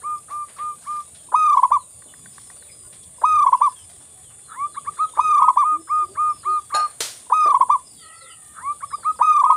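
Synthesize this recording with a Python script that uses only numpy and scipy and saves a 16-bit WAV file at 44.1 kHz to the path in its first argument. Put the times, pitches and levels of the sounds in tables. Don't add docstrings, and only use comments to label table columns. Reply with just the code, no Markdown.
import sys
import numpy as np
from scipy import signal
from scipy.fft import rfft, irfft, next_fast_len
from scipy.io import wavfile
from scipy.ndimage import uniform_filter1d, map_coordinates

SR = 44100
rng = np.random.default_rng(int(sys.argv[2]) if len(sys.argv) > 2 else 0)


def voltage_ratio(decibels):
    exponent = np.asarray(decibels, float) / 20
    return 10 ** exponent


def file_out(sig):
    cols = np.atleast_2d(sig).T
    lim = np.clip(cols, -1, 1)
    pcm = np.round(lim * 32767).astype(np.int16)
    wavfile.write(sys.argv[1], SR, pcm)


N = 421596
T = np.arange(N) / SR


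def unit(x):
    return x / np.sqrt(np.mean(x ** 2) + 1e-20)


def along(points, hz):
    f, v = np.transpose(points)
    return np.interp(np.log(hz + 1), np.log(f + 1), v)


def wobble(rate):
    return map_coordinates(rng.standard_normal(int(N * rate / SR) + 4), [T * rate])


def swells(rows):
    return sum(db * np.exp(-((T - s) / width) ** 2) for s, width, db in rows)


def filtered(x, response):
    m = next_fast_len(len(x) + 8192)
    return irfft(rfft(x, m) * response(np.fft.rfftfreq(m, 1 / SR)), m)[:len(x)]


def resonant(modes):
    return lambda f: sum(voltage_ratio(db) * 1j * f * w / (c * c - f * f + 1j * f * w) for c, w, db in modes)


def above(edge_hz):
    return lambda f: (-f * f / (edge_hz ** 2 - f * f + 1.4j * f * edge_hz)) ** 2


def add(track, s, x):
    part = track[round(s * SR):][:len(x)]
    part += x[:len(part)]


def tone(hz, overtones):
    turn = 2 * np.pi * np.cumsum(hz) / SR
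    return sum(voltage_ratio(db) * np.sqrt(2) * np.sin(k * turn) for k, db in overtones)


def hiss(spectrum, patchy_db, size):
    z = signal.stft(rng.standard_normal(N), nperseg=1024)[2]
    field = uniform_filter1d(rng.standard_normal(z.shape), size=size[0], axis=0)
    field = uniform_filter1d(field, size=size[1], axis=1)
    x = signal.istft(z * voltage_ratio(patchy_db * unit(field)), nperseg=1024)[1][:N]
    return unit(filtered(x, lambda hz: voltage_ratio(along(spectrum, hz))))


def glides(rows, bend, overtones, unsteady_db, waver):
    x, quiver = np.zeros(N), 1 + waver * wobble(70)
    for s, length, start_hz, end_hz, db in rows:
        u = np.arange(0, 1, 1 / (length * SR))
        hz = (start_hz + (end_hz - start_hz) * u ** bend) * quiver[round(s * SR):][:len(u)]
        add(x, s, voltage_ratio(db) * np.sin(np.pi * u) ** 0.11 * tone(hz, overtones))
    return x * voltage_ratio(unsteady_db * wobble(60))


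# frequency in Hz, time to die by 60 dB in seconds.
PORCH_DECAY = [(300, 0.28), (1200, 0.18), (5000, 0.13)]


def porch(x, gap):
    hz, t, z = signal.stft(rng.standard_normal(SR // 3), SR, nperseg=256)
    tail = signal.istft(z * voltage_ratio(-60 * t / along(PORCH_DECAY, hz)[:, None]), SR, nperseg=256)[1]
    return signal.fftconvolve(np.pad(x, (round(gap * SR), 0)), tail / np.linalg.norm(tail))[:N]


# delay in seconds, level in dB.
WALL_ECHOES = [(.009, -25.5), (.016, -23.5), (.024, -33), (0.032, -31.5), (0.042, -32.5), (.05, -32.5),
               (0.06, -40.5)]


def walls(x):
    echo = np.zeros(N)
    for s, db in WALL_ECHOES:
        add(echo, s, voltage_ratio(db) * x)
    return echo


# frequency in Hz, level in dB per Hz.
YARD_COLOUR = [(15, -57.5), (25, -30), (82, -1.5), (288, -15), (437, -14.5), (469, -15), (730, -17),
               (942, -27), (1110, -16.5), (1370, -30.5), (3390, -25), (4380, -27), (6500, -41), (8450, -58),
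               (14300, -120)]
# frequency in Hz, level in dB per Hz.
RUSTLE_COLOUR = [(300, -43.5), (700, 3), (2500, -5.5), (6000, -4), (11000, -11.5), (15500, -15.5)]
# centre in seconds, width in seconds, level in dB.
STIRS = [
    (.3, .35, 5),
    (.92, .2, 9),
    (1.55, .1, 8),
    (2.45, .2, 8),
    (3.7, .4, 8.5),
    (5.0, .25, 8),
    (6.9, .5, 8.5),
]


def yard():
    rumble_db, rustle_db = -55.5, -65
    grains = voltage_ratio(4.1 * wobble(120))
    rustle = unit(grains * hiss(RUSTLE_COLOUR, patchy_db=4.5, size=(6, 8)))
    rumble = voltage_ratio(rumble_db + 1.5 * wobble(2.983)) * hiss(YARD_COLOUR, patchy_db=3.0, size=(3, 8))
    return rumble + voltage_ratio(rustle_db + swells(STIRS)) * rustle


# frequency in Hz, level in dB per Hz.
CICADA_COLOUR = [(3650, -57), (6200, -30), (6640, -16.5), (6820, -9.5), (7480, -10.5), (8790, -0.5),
                 (9270, 2), (9710, -3), (10500, -14), (11200, -16), (12200, -33), (13800, -26.5),
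                 (15500, -37)]
# pitch in Hz, level in dB.
SINGERS = [(7084, -70), (7800, -65), (8123, -68), (8430, -65.5), (8678, -61.5), (8775, -61), (9060, -68.5),
           (9372, -61.5), (9717, -66.5), (10078, -75)]


def cicadas():
    chorus_db = -45.5
    x = voltage_ratio(chorus_db + .35 * wobble(1.1) + .4 * wobble(8)) * hiss(CICADA_COLOUR, patchy_db=3.2, size=(2, 40))
    for hz, db in SINGERS:
        x = x + voltage_ratio(db - 3.0 + 1.2 * wobble(2.7) + 4.9 * wobble(40)) * tone(hz + 30 * wobble(60), [(1, 0)])
    return x


# centre in seconds, width in seconds, level in dB.
CRICKET_SWELLS = [
    (2.35, .3, 3),
    (2.95, .25, -4),
    (3.95, .25, 5),
    (6.2, .2, 3),
    (8.3, .35, -4),
]


def cricket():
    bursts = np.clip(.55 + .3 * wobble(4) + .45 * wobble(18), 0, 1.5)
    high = voltage_ratio(-69) * bursts * tone(13990 + 20 * wobble(40), [(1, 0)])
    joins_s, ring_hz, ring_db = 2.1, 3475, -69.5
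    db = swells(CRICKET_SWELLS) + ring_db - 7 * (T < joins_s) + 1.5 * wobble(1.5) + 3.5 * wobble(40)
    return high + voltage_ratio(db) * tone(ring_hz + 20 * wobble(50), [(1, 0)])


# start in seconds, length in seconds, start pitch in Hz, end pitch in Hz, level in dB.
SLURS = [(1.16, 0.053, 3500, 3080, -57), (1.78, 0.057, 4320, 3700, -62.5), (2.14, .15, 5110, 4600, -61),
         (2.3, .05, 5250, 4870, -59), (2.44, .085, 5580, 4500, -59), (2.69, .19, 5050, 4900, -59),
         (2.58, .095, 4650, 3200, -59), (2.677, 0.026, 2700, 2050, -54), (3.0, 0.043, 3580, 3200, -58),
         (3.76, 0.063, 3340, 2883, -53.5), (4.44, .14, 4300, 3300, -58.5), (4.73, 0.065, 4150, 3100, -54.5),
         (3.69, .045, 5200, 4600, -56), (3.8, .045, 5200, 5050, -60), (4.24, .09, 3350, 2600, -61),
         (5.0, 0.096, 4250, 3050, -52.5), (6.25, 0.053, 4500, 4130, -63), (7.49, 0.044, 3490, 2780, -61),
         (7.84, 0.12, 5110, 4560, -54.5), (7.85, .17, 5500, 4780, -61), (7.96, 0.085, 3490, 2870, -54.5),
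         (8.13, 0.11, 4650, 4260, -54.5), (8.2, 0.14, 4130, 2700, -53.5), (8.15, .1, 5300, 4900, -64),
         (8.29, 0.054, 5100, 4400, -61), (.48, 0.11, 4970, 4200, -64), (8.875, .125, 5230, 4720, -53.5),
         (9.0, .05, 4700, 3950, -49.5), (8.9, 0.079, 4000, 3500, -59), (9.1, .04, 4020, 3900, -59),
         (6.53, .075, 4200, 3350, -55), (6.2, .045, 5150, 5000, -63), (6.8, .1, 3100, 2400, -63),
         (8.61, .09, 5050, 3950, -63), (2.08, .03, 3050, 2850, -58), (2.0, .03, 4950, 4600, -62),
         (6.38, .09, 4500, 3700, -62), (9.5, .05, 4250, 4000, -56), (8.25, .1, 3400, 2450, -60),
         (7.95, .2, 4000, 2450, -56.5)]
HOOKS = [
    (1.9, .21, 4720, 2840, -63),
    (5.8, 0.13, 5200, 5020, -60.5),
    (6.58, .12, 4874, 3900, -63),
    (7.4, 0.1, 5100, 3900, -47.5),
    (7.97, .09, 4650, 4150, -52),
]
LATE_HOOKS = [
    (5.94, .22, 4960, 4340, -59),
    (6.295, .155, 5220, 2900, -54.5),
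]
# start in seconds, pitch in Hz, level in dB.
PIPS = [
    (3.17, 5080, -60),
    (4.69, 4270, -59.5),
    (6.49, 4260, -55),
    (8.82, 5100, -63),
    (4.965, 4260, -57),
    (4.975, 3700, -55.5),
    (5.11, 3700, -54),
    (6.49, 4760, -60),
]
# start in seconds, start pitch in Hz, level in dB.
CHIPS = [
    (9.03, 5200, -60),
    (9.07, 5200, -58),
    (9.115, 5350, -56),
    (9.158, 5350, -55),
]


def whistles():
    pip_s, pip_fall, chip_s, chip_fall = .04, .98, .021, .82
    pips = [(s, pip_s, hz, hz * pip_fall, db) for s, hz, db in PIPS]
    chips = [(s, chip_s, hz, hz * chip_fall, db) for s, hz, db in CHIPS]
    kinds = [(SLURS + pips + chips, 1.1), (HOOKS, 3), (LATE_HOOKS, 5)]
    return sum(glides(rows, bend, [(1, 0)], unsteady_db=3.5, waver=.005) for rows, bend in kinds)


# start in seconds, length in seconds, start pitch in Hz, end pitch in Hz, level in dB.
HOOTS = [
    (5.28, 0.038, 375, 453, -49),
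    (5.72, .095, 294, 338.7, -45.5),
    (6.02, 0.046, 360, 365, -48.5),
    (6.09, .045, 375, 395, -48),
    (6.11, .07, 590, 650, -58),
    (4.16, 0.063, 760, 740, -61.5),
    (2.83, .05, 1090, 990, -64),
    (2.84, .04, 1450, 1450, -65.5),
    (6.46, .088, 381, 369, -45),
    (8.22, .04, 536, 532, -52),
]


def pigeon():
    return glides(HOOTS, .9, [(1, 0), (2, -16)], unsteady_db=1.5, waver=.006)


# time in seconds, pitch in Hz, level in dB.
CROW = [(7.99, 672.1, -61.5), (8.01, 691, -53.5), (8.032, 628, -54), (8.272, 681, -53), (8.319, 663, -56),
        (8.35, 624, -58.5), (8.5, 600, -58), (8.54, 597, -54)]
# multiple of the pitch, level in dB.
CROW_OVERTONES = [(2, -1.5), (3, -3.5), (4, -17.5), (5, -16)]


def cock():
    s, hz, db = np.transpose(CROW)
    pitch = np.interp(T, s, hz) * (1 + 0.022 * wobble(140))
    return voltage_ratio(np.interp(T, s, db, -120, -120) + 3.9 * wobble(60)) * tone(pitch, CROW_OVERTONES)


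# start in seconds, peak level in dB.
GECKO_TICKS = [
    (2.0224, -41.5),
    (2.138, -39),
    (2.2588, -37.5),
    (2.382, -37),
    (2.5009, -38),
    (2.6243, -40),
]
# resonance in Hz, width in Hz, level in dB.
GECKO_MOUTH = [(1150, 250, 0), (1540, 270, 1), (1810, 300, -1), (3700, 1100, -7)]


def gecko():
    x = np.zeros(N)
    for s, db in GECKO_TICKS:
        tick = uniform_filter1d(rng.standard_normal(400), size=6)
        add(x, s, voltage_ratio(db + 10.5 - 60 * T[:400] / 0.02) * tick)
    mouth = resonant(GECKO_MOUTH)
    return filtered(x, lambda f: mouth(f) * np.abs(mouth(f)))


# start in seconds, level in dB, time to die by 60 dB in seconds,
# lowest frequency in Hz, highest frequency in Hz.
KNOCKS = [(6.741, -32, 0.46, 510, 1660), (6.744, -36, 0.26, 2800, 12000), (7.0045, -22, 0.42, 58, 30000),
          (7.459, -29.5, 0.26, 280, 1040), (2.925, -46.5, 0.22, 440, 4800), (2.33, -53.5, 0.64, 300, 12000),
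          (0.81, -55, 1.5, 1600, 12000), (0.3, -51.5, 0.26, 690, 5000), (.29, -45, 0.44, 690, 1100),
          (.48, -48.5, 0.35, 280, 2800), (.58, -41.5, 0.23, 280, 2640), (.63, -59, 0.36, 1500, 4800),
          (1.145, -47.5, 0.2, 1400, 5000), (3.03, -48, .1, 2400, 5800), (2.05, -51.5, 0.5, 130, 830),
          (4.3, -52, .2, 800, 1400), (4.385, -56, .15, 1400, 1900), (5.98, -48, 0.32, 350, 1100),
          (8.98, -47.5, .25, 445, 800), (.02, -51.5, 0.25, 330, 800), (6.1, -46, 0.11, 200, 400),
          (4.0, -54, 0.25, 650, 1100), (5.4, -49, 0.25, 950, 1900), (7.595, -37.5, 0.19, 200, 760),
          (7.0045, -26.5, 0.038, 204, 570)]
# frequency in Hz, level in dB per Hz.
KNOCK_COLOUR = [(71, -32), (120, -18), (609, -6.5), (747, -8.5), (843, -8.5), (1170, -8), (1860, -6),
                (2680, -7.5), (3570, -1.5), (9080, -3.5), (15400, -22)]


def knocks():
    x, t = np.zeros(N), T[:SR // 2]
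    for s, db, t60, thin_hz, dull_hz in KNOCKS:
        colour = lambda f: voltage_ratio(along(KNOCK_COLOUR, f)) / (1 + (f / dull_hz) ** 4) / (1 + (thin_hz / (f + 1)) ** 4)
        burst = unit(filtered(rng.standard_normal(len(t)), colour))
        onset = 1 - np.exp(-t / (.0006 if db > -35 else .006))
        add(x, s, voltage_ratio(db - 60 * t / t60) * (1 + voltage_ratio(-60 * t / 0.027)) * onset * burst)
    return x


# frequency in Hz, level in dB, time to die by 60 dB in seconds.
LID_MODES = [(686, 1.5, 0.16), (767, 7, 0.19), (864, 3.5, 0.25), (1555, 4, 0.19), (1633, 0, 0.22),
             (2560, -1.5, 0.12), (2840, -8, 0.2), (3900, 1.5, 0.089), (4286, 7, 0.3), (4300, -8, 0.2),
             (5200, -7, 0.23), (5480, -6, 0.26), (6756, -14, .12), (6970, 5.5, 0.12), (8880, -0.5, 0.17),
             (9880, -4.5, 0.13), (10900, -9.5, .12), (11550, -17.5, 0.12), (12400, -27, 0.11)]


def lid():
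    x, t = np.zeros(N), T[:SR // 2]
    shake = 1.1 * wobble(150)[:len(t)]
    onset = 1 - np.exp(-t / 0.00086)
    for s, db in [(6.74, -42.5), (6.747, -32), (6.763, -36.5), (6.795, -44.5)]:
        for hz, level, t60 in LID_MODES:
            ring = onset * np.sin(2 * np.pi * hz * t + shake)
            add(x, s, voltage_ratio(db + level + rng.normal(0, 3.1) - 60 * t / t60) * ring)
    return x


def syrinx(hz, db, overtones, steady_hz, rasp_db, tense_hz, loose_db):
    slack = np.clip(1 - hz / steady_hz, 0, 1)
    noise = rng.standard_normal((2, len(hz)))
    flutter = 1 + 3 * slack * uniform_filter1d(noise[0], size=60)
    slope = np.gradient(hz) * SR / tense_hz
    slide = uniform_filter1d(np.abs(slope) - 0.5 * slope, size=300)
    thinning_db = 6 * np.log2(np.minimum(hz / tense_hz, 1)) - loose_db * slide
    rich = [(k, level + (k - 1) * thinning_db) for k, level in overtones]
    breath = unit(uniform_filter1d(uniform_filter1d(noise[1], size=17), size=12))
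    return voltage_ratio(db) * (tone(hz * flutter, rich) + voltage_ratio(rasp_db) * slack * breath)


# start in seconds, length in seconds, top pitch in Hz, end pitch in Hz, level in dB.
PHRASE = [(4.522, .15, 1220, 1238, -17.5), (4.751, 0.037, 1215, 1170, -19), (4.854, 0.041, 1231, 1190, -18),
          (4.975, 0.084, 1280, 1140, -18), (5.155, 0.15, 1252, 1215, -20.5),
          (5.371, .14, 1257, 1192, -19.5), (5.617, .16, 1240, 1115, -18), (5.88, .178, 1235, 1125, -18),
          (6.156, 0.18, 1230, 1130, -18), (6.437, .168, 1235, 1130, -19), (6.707, 0.17, 1228, 1150, -18.5)]
# top pitch in Hz, level in dB.
AGAIN = [
    (1220, -17.5),
    (1215, -19),
    (1231, -18),
    (1275, -18),
    (1240, -20.5),
    (1257, -19),
]
EARLIER = [
    (0.019, .162, 1216, 1150, -25),
    (0.286, .172, 1198, 1150, -27),
    (0.568, 0.172, 1215, 1150, -26.5),
    (0.849, 0.172, 1207, 1150, -25),
]
# resonance in Hz, width in Hz, level in dB.
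OTHER_THROAT = [(1257, 280, 1), (1607, 305, -9.5), (2130, 140, -13), (3650, 300, -15)]
# multiple of the pitch, level in dB.
OTHER_OVERTONES = [(1, 4), (2, -13), (3, -28)]


def other_dove():
    x = np.zeros(N)
    again_s, scoop_hz, sag_hz_per_s, release_share = 4.0591, 680.2, 89, 0.18
    again = [(r[0] + again_s, r[1], hz, r[3], db) for r, (hz, db) in zip(PHRASE, AGAIN)]
    for s, length, top_hz, end_hz, db in PHRASE + EARLIER + again:
        rise_s = .044 if end_hz > top_hz else .0115
        t = np.arange(.006 - 1.25 * rise_s, length, 1 / SR)
        left = (length - t) / length
        hz = top_hz - scoop_hz * np.exp(-t / rise_s * (t > 0))
        hz = hz - (top_hz - end_hz) * np.exp(-left / 0.095) - sag_hz_per_s * (t - length / 2)
        release_db = 20 * np.log10(np.clip(left / release_share, 1e-3, 1))
        swell_db = -7 * np.exp(-t / (0.76 * rise_s)) + release_db
        note = syrinx(hz, db + swell_db, OTHER_OVERTONES, steady_hz=1001, rasp_db=7.5, tense_hz=300, loose_db=0)
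        add(x, s + t[0], note)
    add(x, 0.0361, voltage_ratio(-17) * x[:round((PHRASE[0][0] - 1) * SR)])
    return filtered(x, lambda f: resonant(OTHER_THROAT)(f) ** 2 * above(edge_hz=1020)(f) ** 2)


def pulsing(t):
    beat_s, slowing_per_s = .033, .14
    t = np.maximum(t, 0)
    dip = np.cos(np.pi * t * (1 - slowing_per_s * t) / beat_s) ** 2
    late = t / .2
    sag_share = .33
    drop_hz = 225 * late ** 2.3 * (sag_share + (1 - sag_share) * dip ** 1.7)
    return drop_hz, 8 * late ** 4.5 * dip ** 5, dip * (2 + 2.5 * late ** 2)


# time after its first blip in seconds, pitch in Hz, effort in dB.
ROLL = [(-.031, 336.2, -45), (-.027, 380, -21), (-.014, 680, -22), (-.005, 950.5, -13), (.007, 1218, -11.5),
        (.02, 1262, -16.5), (.195, 1244, -11), (.204, 1227, -12), (.208, 1200, -54.5)]
CLIPPED = [(-.014, 420, -33.5), (-.01, 598, -26.5), (-.004, 969, -14.5), (.002, 1094, -9),
           (.014, 1127, -13), (.019, 1029, -13.5), (.024, 973, -17), (.027, 940, -55.5)]
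LAST = [(-.017, 400, -35.5), (-.012, 596, -26), (-.004, 940, -16.5), (.003, 1106, -8.5),
        (.012, 1190, -13.5), (.032, 1187, -13), (.048, 1112, -12), (.059, 999, -17), (.063, 940, -54)]
# starts in seconds of the roll, first, second and last clipped note.
CALLS_AT = [
    (1.348, 1.5735, 1.635, 1.7195),
    (3.244, 3.4675, 3.531, 3.618),
    (5.197, 5.423, 5.4855, 5.5735),
    (7.3275, 7.547, 7.6115, 7.702),
    (9.218, 9.441, 9.504, 9.59),
]
LAST_HELD = [
    0.87,
    1.05,
    1.08,
    0.96,
    1,
]
FILL_CLICK_DB = [
    -40,
    -41,
    -37.5,
    -43,
    -46,
]
# resonance in Hz, width in Hz, level in dB.
NEAR_THROAT = [(974, 100, 5.5), (1190, 152, -6.5), (2490, 205, -13)]
# frequency in Hz, width in Hz, share swallowed.
NECK_DIPS = [(720, 320, .55), (4400, 500, .6)]
# multiple of the pitch, level in dB.
NEAR_OVERTONES = [(1, 2.5), (2, -11), (3, -12.5), (4, -13.5), (5, -4.5), (6, -22.5), (9, -16), (10, -17.5),
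                  (12, -16)]


def near_dove():
    x = np.zeros(N)
    for (roll, first, second, last), held, click_db in zip(CALLS_AT, LAST_HELD, FILL_CLICK_DB):
        tempo = (first - roll) / .224
        # (start s, course, stretch, pitch ratio, gain dB)
        parts = [(roll, ROLL, tempo, 1, 0), (first, CLIPPED, 1, 1, 0),
                 (second, CLIPPED, .88, 0.99, 1.1), (last, LAST, held, 1, 0)]
        for s, part, stretch, ratio, gain_db in parts:
            at, hz, db = np.transpose(part)
            at = np.where(at > 0, at * stretch, at)
            t = np.arange(at[0], at[-1], 1 / SR)
            dip_hz, choke_db, dull_db = pulsing(t / tempo) if part is ROLL else (0, 0, 1.4)
            hz = uniform_filter1d(np.interp(t, at, hz * ratio), size=200) - dip_hz
            db = uniform_filter1d(np.interp(t, at, db + gain_db), size=200) - choke_db
            voice = [(k, level - (k - 1) * dull_db) for k, level in NEAR_OVERTONES]
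            add(x, s + at[0], syrinx(hz, db, voice, steady_hz=940, rasp_db=7.0, tense_hz=1230, loose_db=0.5))
        add(x, roll - .064, voltage_ratio(click_db) * np.hanning(400) * np.sin(2 * np.pi * 990 * T[:400]))

    def neck(f):
        response = resonant(NEAR_THROAT)(f) * above(edge_hz=450)(f)
        for hz, width, share in NECK_DIPS:
            response = response * (1 - share * resonant([(hz, width, 0)])(f))
        return response
    return filtered(x, neck)


def scene():
    near, other, birds, hoots, crow = near_dove(), other_dove(), whistles(), pigeon(), cock()
    steady = cicadas() + cricket() + yard() + knocks() + lid()
    steady = filtered(steady, lambda hz: hz < 15600)
    echoes = walls(near + voltage_ratio(1.0) * other) + voltage_ratio(-31.5) * porch(near + other, gap=.03)
    echoes = echoes + voltage_ratio(-12) * porch(hoots, gap=0.014) + voltage_ratio(-7) * porch(birds, gap=0.0089)
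    echoes = echoes + voltage_ratio(-3) * porch(crow, gap=.02)
    direct = near + other + voltage_ratio(-5.5) * birds + hoots + voltage_ratio(-2) * crow + gecko()
    return (direct + echoes + steady)[None]


def top_cut(x):
    return signal.sosfilt(signal.butter(12, 16500, fs=SR, output="sos"), x)


def record(dry):
    return top_cut(dry)


dry = scene()
out = record(dry)
file_out(out)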